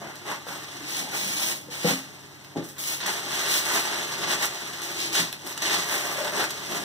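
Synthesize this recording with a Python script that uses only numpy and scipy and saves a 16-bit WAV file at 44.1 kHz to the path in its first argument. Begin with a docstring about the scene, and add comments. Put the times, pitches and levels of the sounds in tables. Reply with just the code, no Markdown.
"""A carpeted living room, close to a phone: wrapping paper is gathered, crumpled and torn.
Countless creases buckle and fibres snap as random clicks, shaped in pitch and level by the hands.
Flapping sheets are low noise from the same clicks, stiff folds are short noise bursts, and rubbed cardboard
is slip impulses through a resonance; knocked boxes and the thudding floor ring in decaying modes.
A faint hum lies underneath; the phone widens its two microphones by cancelling each against the other."""
import sys
import numpy as np
from scipy import signal
from scipy.fft import rfft, irfft, next_fast_len
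from scipy.io import wavfile
from scipy.ndimage import uniform_filter1d

SR = 44100
rng = np.random.default_rng(int(sys.argv[2]) if len(sys.argv) > 2 else 0)


def inscribe(sig):
    """Save sig as 16-bit PCM at rate SR to the path in sys.argv[1].

    A 1-D sig is mono; a 2-D sig holds one channel per row.
    Samples are clipped to [-1, 1] before scaling.
    """
    pcm = np.round(np.clip(np.atleast_2d(sig).T, -1, 1) * 32767)
    wavfile.write(sys.argv[1], SR, pcm.astype(np.int16))


N = 302040
TIME = np.arange(N) / SR
SIZE = next_fast_len(N + SR // 2)  # transform length, with space for the room's tail
FREQ = np.arange(SIZE // 2 + 1) * SR / SIZE + 1e-3  # Hz, kept off zero for the logarithms


def undb(db):
    """Decibels to gain."""
    return 10 ** (np.asarray(db) / 20)


def unit(x):
    """Scale to rms 1."""
    return x / np.sqrt(np.mean(np.abs(x) ** 2))


def colour(points):
    """Gain at every frequency, drawn through (Hz, dB) points on a logarithmic pitch axis."""
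    hz, db = np.transpose(points)
    return undb(np.interp(np.log(FREQ), np.log(hz), db))


def lifts(modes):
    """Response of a few resonances standing on a flat spectrum."""
    return 1 + sum((undb(db) - 1) / (1 + 2j * (FREQ - hz) / width) for hz, width, db in modes)


def shape(x, response):
    """Filter by a frequency response."""
    return irfft(rfft(x, SIZE) * response, SIZE)[..., :N]


MIC_SPACING_S = .0004  # travel time between the two microphones


def diffuse(pair):
    """Spectra at two microphones of sound from all sides: alike in the bass, unrelated in the treble."""
    likeness = np.sinc(2 * FREQ * MIC_SPACING_S)
    mid, side = rfft(pair, SIZE) * np.sqrt([(1 + likeness) / 2, (1 - likeness) / 2])
    return np.array([mid + side, mid - side])


def room(wet_db, t60, treble_t60, lag=0):
    """Response of the room: direct sound, lag s later on the right, and a tail whose treble dies first."""
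    t = np.arange(SR // 2) / SR
    echoes = rng.standard_normal((2, len(t))) * (t > .002)
    low = diffuse(echoes * undb(-60 * t / t60))
    high = diffuse(echoes * undb(-60 * t / treble_t60))
    bright = FREQ ** 2 / (FREQ ** 2 + 6000 ** 2)
    tail = unit(low * (1 - bright) + high * bright)
    direct = np.exp(1j * np.pi * lag * np.outer([1, -1], FREQ))
    return direct + undb(wet_db) * tail


# The still air's colour. Each row: frequency in Hz, relative density in dB.
AIR_COLOUR = [(30, 26.5), (55, 20), (90, 15), (160, 15.5), (320, 13), (480, 1), (800, 5.5), (2000, -2),
              (6000, -9), (15000, -9)]
# The steady hum's partials. Each row: frequency in Hz, rms level in dB ahead of the microphones.
HUM_PARTIALS = [(100, -60), (140, -54.5), (301, -59.5)]
STILL_AIR_DB = -49  # rms


def background():
    """Still air is coloured noise from all sides; the faint hum is a few sines, the same on both sides."""
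    noise = diffuse(rng.standard_normal((2, N)))
    air = irfft(noise * colour(AIR_COLOUR), SIZE)[:, :N]
    hum = 0
    for hz, db in HUM_PARTIALS:
        hum = hum + undb(db) * unit(np.sin(2 * np.pi * (hz * TIME + rng.random())))
    return undb(STILL_AIR_DB) * unit(air) + hum


def strokes(events):
    """Power of body, crackle and sizzle: each stroke swells, holds while the hand moves, then dies away."""
    power = np.zeros((3, N))
    for start, swell, hold, t60, db, body_db, sizzle_db in events:
        during = slice(max(int(start * SR), 0), int((start + swell + hold + t60) * SR))
        t = TIME[during] - start
        dying = undb(-60 * np.clip((t - swell - hold) / t60, 0, 2))
        envelope = np.clip(t / swell, 0, 1) * dying
        power[:, during] += np.outer(undb([db + body_db, db, db + sizzle_db]), envelope) ** 2
    return power


# Handfuls grabbed and crushed. Each row: start in seconds, swell in seconds, hold in seconds,
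# time to fall 60 dB in seconds, crackle level in dB, body and sizzle relative to it in dB.
GRAB_STROKES = [(0.0, 0.028, 0.015, 0.9, -51.5, 10, -23), (.24, 0.056, 0.034, 0.29, -36.5, 4, -11.5),
                (.465, 0.024, .046, 0.45, -41, 1.5, -7.5), (1.11, 0.04, 0.013, 0.1, -42, 8, -15),
                (2.56, .013, .023, 0.37, -44, 1, -18), (2.63, .016, 0.059, 0.3, -48.5, -10, -1),
                (2.755, 0.014, 0.031, 0.5, -52.5, 3.5, -16), (3.0, .013, 0.083, 0.2, -32.5, -6.5, -23),
                (3.055, 0.0071, 0.084, 0.34, -32, -3, -9.5), (3.26, 0.097, 0.14, 0.2, -30, -5.5, -11.5),
                (3.61, .14, 0.029, 0.4, -27, -1, -7.5), (3.84, 0.059, 0.12, 0, -35.5, 0, -22),
                (4.2, .04, 0.012, 0.6, -31, -3, -22), (4.275, 0.036, 0.022, 0.25, -27.5, -2.5, -11),
                (4.39, 0.035, 0.019, 0.22, -26, -5, -10), (4.8, .02, 0.025, 1.1, -37.5, -15, -8),
                (5.44, .026, 0.046, 0.2, -39.5, -2.5, -5), (5.615, 0.0074, 0.056, 0.46, -26, -8, -15.5),
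                (5.69, 0.031, 0.049, 0.34, -26, -5, -12), (5.83, 0.099, 0.032, 0.5, -36, 3.5, -3),
                (6.02, .027, 0.082, 0.5, -46, 9.5, 1.5), (6.16, 0.021, 0.11, 0.3, -40, 6.5, -9),
                (6.31, 0.086, 0.035, 0.25, -29.5, -0.5, -10.5), (6.65, 0.083, 0.043, 0.5, -35.5, -1, -7.5)]


def grabs():
    """Power of the crushing: a hand closes on the paper, squeezes and lets it settle."""
    return strokes(GRAB_STROKES)


# The loose heap shifting on the carpet. Each row: time in seconds, crackle level in dB.
HEAP_LEVEL = [(0, -46), (.43, -48), (.56, -42.5), (1.1, -39), (1.65, -51.5), (2.0, -46), (2.3, -50.5),
              (2.75, -53.5), (3.2, -35.5), (3.9, -32), (4.75, -37.5), (4.93, -36.5), (5.25, -39),
              (5.39, -46.5), (5.6, -39.5), (5.85, -32.5), (6.5, -37), (6.85, -38.5)]
HEAP_BODY_DB, HEAP_SIZZLE_DB = -5, -12.5  # relative to its crackle


def heap():
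    """Power of the heap's rustle, gliding in level from point to point with a fixed brightness."""
    level = undb(np.interp(TIME, *np.transpose(HEAP_LEVEL)))
    return np.outer(undb([HEAP_BODY_DB, 0, HEAP_SIZZLE_DB]), level) ** 2


# Whole sheets swung through the air. Each row: middle in seconds, length in seconds, flap level in dB.
SHEET_SWINGS = [(0.03, 0.11, -47.5), (1.025, 0.077, -45.5), (1.363, 0.55, -51.5), (4.26, 0.19, -45),
                (5.02, 0.14, -50), (5.455, 0.031, -48), (5.715, 0.16, -47), (6.39, 0.092, -40.5),
                (6.763, 0.12, -42)]
# air pushed by the paper: dB at the reference body level, then dB gained per dB of body
AIR_DB, AIR_SLOPE, BODY_REFERENCE_DB = -48.5, 0.68, -35


def flap(body_db):
    """Power of the flap: pushed air follows the paper's body, and each swing adds a smooth swell."""
    power = undb(AIR_DB + AIR_SLOPE * (body_db - BODY_REFERENCE_DB)) ** 2
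    for middle, length, db in SHEET_SWINGS:
        power = power + undb(db) ** 2 * np.exp(-(2 * (TIME - middle) / length) ** 2)
    return power


# Rips through the paper. Each row: start in seconds, swell in seconds, hold in seconds,
# time to fall 60 dB in seconds, crackle level in dB, body and sizzle relative to it in dB,
# share from the side (0-1).
RIP_STROKES = [(0.829, 0.15, .019, 0.37, -31, -12, -8, 0.84), (.86, .02, .03, 1, -41, -12, -14, .95),
               (1.10, 0.07, 0.25, 0.5, -31, -12, -7.5, 0.89),
               (1.34, 0.099, 0.075, 0.33, -29.5, -9.5, -5.5, 0.86),
               (1.698, 0.022, 0.26, 0.33, -36.5, -7.5, -10, .7),
               (1.817, 0.073, 0.02, 0.24, -25.5, -4.5, -9, .5),
               (2.781, 0.013, 0.094, .02, -36.5, -17, -2, .8),
               (2.84, .055, .043, .31, -31, -10.5, -5, 0.76),
               (3.48, 0.035, 0.066, 0.34, -25.5, -9, -6.5, .5),
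               (4.948, .058, 0.053, 0.36, -29, -25, -14.5, 0.74),
               (5.12, 0.037, 0.047, .29, -22.5, -10, -12, .1), (5.897, .03, .04, 0.5, -35, -10, -6, .9)]


def rips():
    """Power of the tearing, and the part of its crackle that comes from the present off to the side."""
    power, aside = 0, 0
    for *stroke, side_share in RIP_STROKES:
        rip = strokes([stroke])
        power = power + rip
        aside = aside + side_share * rip[1]
    return power, aside


RIP_FIBRES_DB, GRAB_FIBRES_DB = 4, -2  # fibres against creases, before the crowds' own trims


def handling():
    """Levels (dB) of flap, body, crackle and sizzle, fibres against creases (dB), and share from the side."""
    ripping, aside = rips()
    power = ripping + grabs() + heap()
    body, crackle, sizzle = 10 * np.log10(power)
    tearing = GRAB_FIBRES_DB + (RIP_FIBRES_DB - GRAB_FIBRES_DB) * ripping[1] / power[1]
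    levels_db = np.array([10 * np.log10(flap(body)), body, crackle, sizzle])
    return levels_db, tearing, aside / power[1] + 1e-12


def creases(rate, spread_db, clump_db, share_db):
    """Sample, size and pitch of tiny bucklings per second; clumping swells their size in avalanches."""
    count = int(rate * N / SR)
    avalanche = unit(uniform_filter1d(rng.standard_normal(N), SR // 150))
    at = rng.integers(0, N, count)
    outlier = np.minimum(rng.exponential(size=count), 4)  # a few far louder than the rest
    size = undb(spread_db * outlier + clump_db * avalanche[at])
    size = unit(size) / np.sqrt(rate) * undb(share_db[at])
    pitch = 3000 * 2 ** (1.5 * rng.standard_normal(count))
    return at, size, pitch


SCATTER_S = .0005  # mean delay: each pitch of a buckling leaves the sheet at its own moment


def scattered(at, size):
    """A train of clicks, each a little late and of either sign."""
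    late = (rng.exponential(SCATTER_S, len(at)) * SR).astype(int)
    return np.bincount(at + late, size * rng.choice([-1, 1], len(at)), N)[:N]


# Flap, body, crackle and sizzle, in that order. Each row: low edge in Hz, high edge in Hz.
PAPER_RANGES = [(150, 450), (700, 2000), (2400, 7000), (9400, 15500)]
# Colour of the paper. Each row: frequency in Hz, gain in dB.
PAPER_COLOUR = [(90, -13), (160, 0.5), (300, 0.5), (550, -1), (900, -3), (1300, -4.5), (2000, -2.5),
                (2550, -4.5), (3200, -2), (3900, -3), (5000, -3), (6000, -0.5), (9000, -1.64), (12000, 0),
                (15500, -2.5)]
# Standing waves of the room. Each row: frequency in Hz, width in Hz, lift in dB (negative dips).
ROOM_WAVES = [(179, 13, 5), (210, 11, 2), (292, 48, 4.5), (344, 37, 6.5), (482, 85, -5.5)]


def rustle(places, width_octaves=2.03, steady_s=0.085):
    """Creases and fibres each sound a broad range round their pitch; the hands set level and brightness."""
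    levels_db, tearing, aside = handling()
    density_db = levels_db - 10 * np.log10(np.diff(PAPER_RANGES))
    log_centres = np.log(PAPER_RANGES).mean(axis=1)
    ahead_db, aside_db = 10 * np.log10([1 - aside, aside])
    # ahead: three places of sparse creases, three of dense fibres; the last place is off to the side
    crowds = [creases(rate=170, spread_db=2.2, clump_db=2.0, share_db=ahead_db - tearing / 2)
              for _ in range(3)]
    crowds += [creases(rate=1800, spread_db=3.2, clump_db=0.0, share_db=ahead_db + tearing / 2 - 1)
               for _ in range(3)]
    crowds += [creases(rate=3600, spread_db=3.0, clump_db=0.8, share_db=aside_db + 7)]
    paper = colour(PAPER_COLOUR) * lifts(ROOM_WAVES)
    out = 0
    for hz in 1000 * 2 ** (np.arange(-7, 9) / 2):  # overlapping half-octave steps
        band = np.cos(np.pi / 2 * np.clip(2 * np.log2(FREQ / hz), -1, 1))
        clicks = []
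        for at, size, pitch in crowds:
            nearness = 1 / (1 + (np.log2(pitch / hz) / width_octaves) ** 2)
            clicks.append(scattered(at, size * nearness))
        clicks = np.array(clicks)
        # the hands feed in energy steadily, so a big snap relieves its neighbours
        energy = uniform_filter1d(np.sum(clicks ** 2, axis=0), int(steady_s * SR))
        clicks = clicks / np.sqrt(np.abs(energy) + 1e-15)
        heard = sum(rfft(train, SIZE) * walls for train, walls in zip(clicks, places))
        # crossfade between the levels of the two nearest ranges
        weights = np.array([np.interp(np.log(hz), log_centres, row) for row in np.eye(len(PAPER_RANGES))])
        out = out + irfft(heard * band * paper, SIZE)[:, :N] * undb(weights @ density_db)
    return out * np.sqrt(SR / 2)


# Hollow packages rubbed by hands and carpet. Each row: middle in seconds, length in seconds,
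# level in dB ahead of the overall trim, resonance in Hz.
PACKAGE_RUBS = [(0.06, 0.062, -41.5, 738), (0.526, 0.074, -48, 867), (0.814, 0.09, -42, 296),
                (0.99, .12, -45.5, 334), (1.11, 0.16, -47, 819), (1.254, 0.12, -44.5, 198),
                (4.992, 0.32, -44, 333), (5.82, 0.16, -45, 175), (6.22, 0.34, -41.5, 588)]


def rubs(walls, slips_per_s=400, damping=.2, gain_db=-1):
    """Cardboard sticks and slips, and the hollow package hums at its own resonance."""
    out = 0
    for middle, length, db, hz in PACKAGE_RUBS:
        slips = rng.standard_normal(N) * (rng.random(N) < slips_per_s / SR)
        resonance = 1 / (1 + 2j * (FREQ - hz) / (damping * hz)) ** 2
        hollow = unit(shape(slips, resonance))
        out = out + undb(db + gain_db) * hollow * np.exp(-2 * ((TIME - middle) / length) ** 2)
    return shape(out, walls)


# Single creases that snap through. Each row: start in seconds, peak of the crack in dB ahead of the room,
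# pitch in Hz, bright tick relative to the crack in dB.
CREASE_SNAPS = [(0.156, -29.5, 4500, -4), (0.468, -32, 1300, -8), (0.486, -25, 2360, -10),
                (0.736, -36, 3300, -10), (1.911, -17, 3500, -8), (2.447, -31, 2630, -7),
                (2.642, -39, 4500, -6), (2.689, -31, 5630, -10), (2.767, -37, 1660, -14),
                (2.783, -29, 4000, 5.5), (2.838, -20, 4470, 1), (3.004, -20, 2200, -10),
                (3.062, -21, 2200, -7), (3.0655, -22.5, 6000, 2), (3.3413, -24, 5000, -1.5),
                (3.496, -20, 3380, -12), (3.54, -15.5, 3600, -8), (3.757, -17.5, 1500, -12),
                (3.773, -22, 3400, -10), (3.839, -23, 3860, -3), (4.145, -22.5, 2940, -12),
                (4.2857, -24, 4000, -3), (4.2991, -21, 5000, -3), (4.31, -18, 1900, -12),
                (4.325, -18, 3400, -8), (4.334, -19, 3000, -8), (4.4246, -21, 5000, -4),
                (4.456, -17, 6500, 3), (4.8, -30, 1360, -14), (4.818, -26, 4000, -3),
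                (5.003, -23, 5500, -3.5), (5.129, -20, 5500, -4), (5.152, -16, 3140, -4),
                (5.3272, -20.5, 3500, 2), (5.42, -34, 3390, -10), (5.474, -23, 5900, -7),
                (5.526, -25, 4000, -12), (5.577, -18.5, 3600, -6), (5.622, -14, 3860, -10),
                (5.658, -16, 3700, -12), (5.697, -14, 2200, -4), (5.73, -13.5, 3730, -6),
                (5.889, -20, 3700, -6), (5.925, -21, 5500, -4), (6.1913, -27, 5000, -4.5),
                (6.202, -20, 3300, -5), (6.247, -18, 3400, -7), (6.3225, -26, 1090, 2),
                (6.404, -18, 1300, -16), (6.44, -16.5, 1700, -8), (6.507, -19.5, 5000, -10),
                (6.662, -25, 3900, -8), (6.748, -23, 1600, -12)]
TICK_S, CRACK_S, SHIVER_T60_S = .0006, .0016, .04  # two time constants, then time to fall 60 dB


def snaps(walls, crack_db=8, width_octaves=0.9, tick_hz=12000):
    """A stiff fold gives way: a bright tick, a crack, then a short shiver of the sheet around it."""
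    out = np.zeros(N + SR)
    t = np.arange(SR // 10) / SR
    hz = np.fft.rfftfreq(len(t), 1 / SR) + 1
    tick = np.exp(-t / TICK_S)
    crack = undb(-60 * t / SHIVER_T60_S) + undb(crack_db) * np.exp(-t / CRACK_S)
    for s, db, pitch, tick_db in CREASE_SNAPS:
        start = int(s * SR)
        for centre, envelope, peak_db in (pitch, crack, db), (tick_hz, tick, db + tick_db):
            tone = 1 / (1 + (np.log2(hz / centre) / width_octaves) ** 2)
            burst = irfft(rfft(rng.standard_normal(len(t))) * tone, len(t)) * envelope
            out[start:start + len(t)] += undb(peak_db) * burst / np.abs(burst).max()
    return shape(out, walls)


SPOT_DB, SPOT_OCTAVES = 6, 0.37  # lift of the modes near the struck spot's pitch, and its reach
SCUFF_DB = -8  # scuffing noise's starting level, against the modes' reference level
RADIATION_HZ = 116  # below this a struck body moves little air


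def blows(events, modes, walls, gain_db, scuff_t60, scuff_hz):
    """Blows ring and scuff a body; each spot favours some modes, a longer contact leaves only low ones."""
    out = np.zeros(N + SR)
    t = np.arange(SR // 2) / SR
    rings = np.array([undb(db - 60 * t / t60) * np.cos(2 * np.pi * hz * t) for hz, db, t60 in modes])
    mode_hz = np.array(modes)[:, 0]
    surface = signal.butter(3, [160, scuff_hz], "band", fs=SR, output="sos")
    for s, db, contact, spot_hz in events:
        octaves_off = np.log2(mode_hz / spot_hz)
        ring = undb(SPOT_DB * np.exp(-(octaves_off / SPOT_OCTAVES) ** 2)) @ rings
        scuff = unit(signal.sosfilt(surface, rng.standard_normal(len(t))))
        scuff = scuff * undb(SCUFF_DB - 60 * t / scuff_t60)
        push = np.sin(np.pi * t[t < contact] / contact)
        blow = signal.fftconvolve(ring + scuff, push / push.sum())
        start = int(s * SR)
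        out[start:start + len(blow)] += undb(db + gain_db) * blow
    radiation = signal.butter(3, RADIATION_HZ, "high", fs=SR, output="sos")
    return shape(signal.sosfilt(radiation, out), walls)


# Knocks on the box. Each row: start in seconds, level in dB ahead of the overall trim,
# contact time in seconds, pitch favoured by the struck spot in Hz.
BOX_KNOCKS = [(0.467, -47, 0.00053, 600), (1.685, -45, 0.0015, 480), (1.8455, -23.5, 0.0013, 200),
              (1.8515, -27, 0.0013, 490), (1.8565, -34, 0.0014, 200), (1.895, -35, 0.0014, 320),
              (1.909, -28.5, 0.0018, 290), (1.932, -39, 0.0016, 320)]
# Modes of the box. Each row: frequency in Hz, relative level in dB, time to fall 60 dB in seconds.
BOX_MODES = [(143, -2, 0.17), (175, 5, 0.22), (208, 0.5, 0.2), (267, -1, 0.35), (300, 1, 0.13),
             (337.5, -1.5, 0.27), (491, 10, 0.1), (534, 2.5, 0.13), (700, -1, 0.2), (800, 1.5, .2),
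             (942, 2, .08)]


def knocks(walls):
    """A knocked cardboard box rings in its modes, with a scuff of its surface."""
    return blows(BOX_KNOCKS, BOX_MODES, walls, gain_db=-6.5, scuff_t60=0.34, scuff_hz=950)


# Weight coming down on the floor. Each row: start in seconds, level in dB ahead of the overall trim,
# contact time in seconds, pitch favoured by the struck spot in Hz.
FLOOR_THUDS = [(2.553, -46, 0.0013, 700), (2.5595, -34.5, 0.0011, 305), (2.5665, -28.5, 0.0016, 300),
               (2.578, -29, 0.002, 170), (2.592, -36, 0.0024, 165), (2.625, -42, 0.0014, 380),
               (5.195, -27.5, 0.0026, 200), (6.395, -36.5, 0.00064, 450)]
# Modes of the floor. Each row: frequency in Hz, relative level in dB, time to fall 60 dB in seconds.
FLOOR_MODES = [(125, -5, 0.22), (171.6, 0.5, 0.22), (244, -5.5, 0.26), (282.4, -3.5, 0.27),
               (301.3, -2, 0.25), (338, -3, 0.21), (385, -8, 0.38), (424, -13, .25), (526, -7, 0.24),
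               (590, -8, .3), (655, -3.5, 0.17), (725, 4, 0.086), (815, 3.5, 0.16)]


def thuds(walls):
    """Weight lands on the floor, which rings in its modes under a longer, duller scuff."""
    return blows(FLOOR_THUDS, FLOOR_MODES, walls, gain_db=-1.5, scuff_t60=0.5, scuff_hz=690)


# how much later the right microphone hears the torn present, the box and the floor (s)
RIP_LAG_S, BOX_LAG_S, FLOOR_LAG_S = 0.000201, 0.00011, .00008


def scene():
    """Paper, box and floor in the same small room."""
    places = [unit(room(wet_db=3, t60=.22, treble_t60=.14)) for _ in range(6)]
    places += [unit(room(wet_db=0, t60=.22, treble_t60=.14, lag=RIP_LAG_S))]
    snap_walls = unit(room(wet_db=-3, t60=.25, treble_t60=.12))
    box_walls = room(wet_db=-14, t60=.33, treble_t60=.18, lag=BOX_LAG_S)
    floor_walls = room(wet_db=-14, t60=.33, treble_t60=.18, lag=FLOOR_LAG_S)
    paper = rustle(places) + snaps(snap_walls)
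    struck = knocks(box_walls) + thuds(floor_walls)
    return background() + paper + rubs(floor_walls) + struck


# Shading of the right microphone by the phone. Each row: frequency in Hz, gain in dB.
RIGHT_SHADE = [(90, -.4), (180, .6), (450, 1.2), (700, -1), (1300, 0), (2000, 3.5), (2900, -1.5),
               (4500, -1.5), (6000, -0.5), (8000, -1.5), (12000, -2.5), (15000, -0.5)]
# Share of each microphone taken off the other. Each row: frequency in Hz, gain in dB.
CANCELLING = [(80, -9), (400, -4), (1100, -.6), (2350, -1.4), (3500, -2.2), (4700, -.6), (5800, -1.1),
              (7000, -4), (8100, -2.2), (9300, -1.8), (12000, -5.2), (15000, -4.6)]
# Lift of the difference between the channels. Each row: frequency in Hz, gain in dB.
SIDE_LIFT = [(120, 16.5), (200, 5), (320, 2), (600, 7), (1100, 1.5), (2300, 2.5), (4500, 2.5), (7000, 3),
             (13000, 2.5)]
CANCEL_LAG_S = 19 / SR
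RECIRCULATION = 0.1  # share of the cancelled sound fed round again, which narrows the notches
OUTPUT_DB = 0.39
BOTTOM_HZ, TOP_HZ = 91, 15500


def record(dry):
    """Each channel has the other taken off it a moment later, over and over; bass and top are cut steeply."""
    left = rfft(dry[0], SIZE)
    right = rfft(dry[1], SIZE) * colour(RIGHT_SHADE)
    late = np.exp(-2j * np.pi * FREQ * CANCEL_LAG_S)
    cross = colour(CANCELLING) * late
    again = RECIRCULATION * late
    mid = (left + right) / 2 * (1 - cross) / (1 - again)
    side = (left - right) / 2 * (1 + cross) / (1 + again) * colour(SIDE_LIFT)
    wide = undb(OUTPUT_DB) * irfft(np.array([mid + side, mid - side]), SIZE)[:, :N]
    bass_cut = signal.butter(4, BOTTOM_HZ, "high", fs=SR, output="sos")
    top_cut = signal.ellip(10, .2, 80, TOP_HZ, fs=SR, output="sos")
    return signal.sosfilt(top_cut, signal.sosfilt(bass_cut, wide))


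dry = scene()
out = record(dry)
inscribe(out)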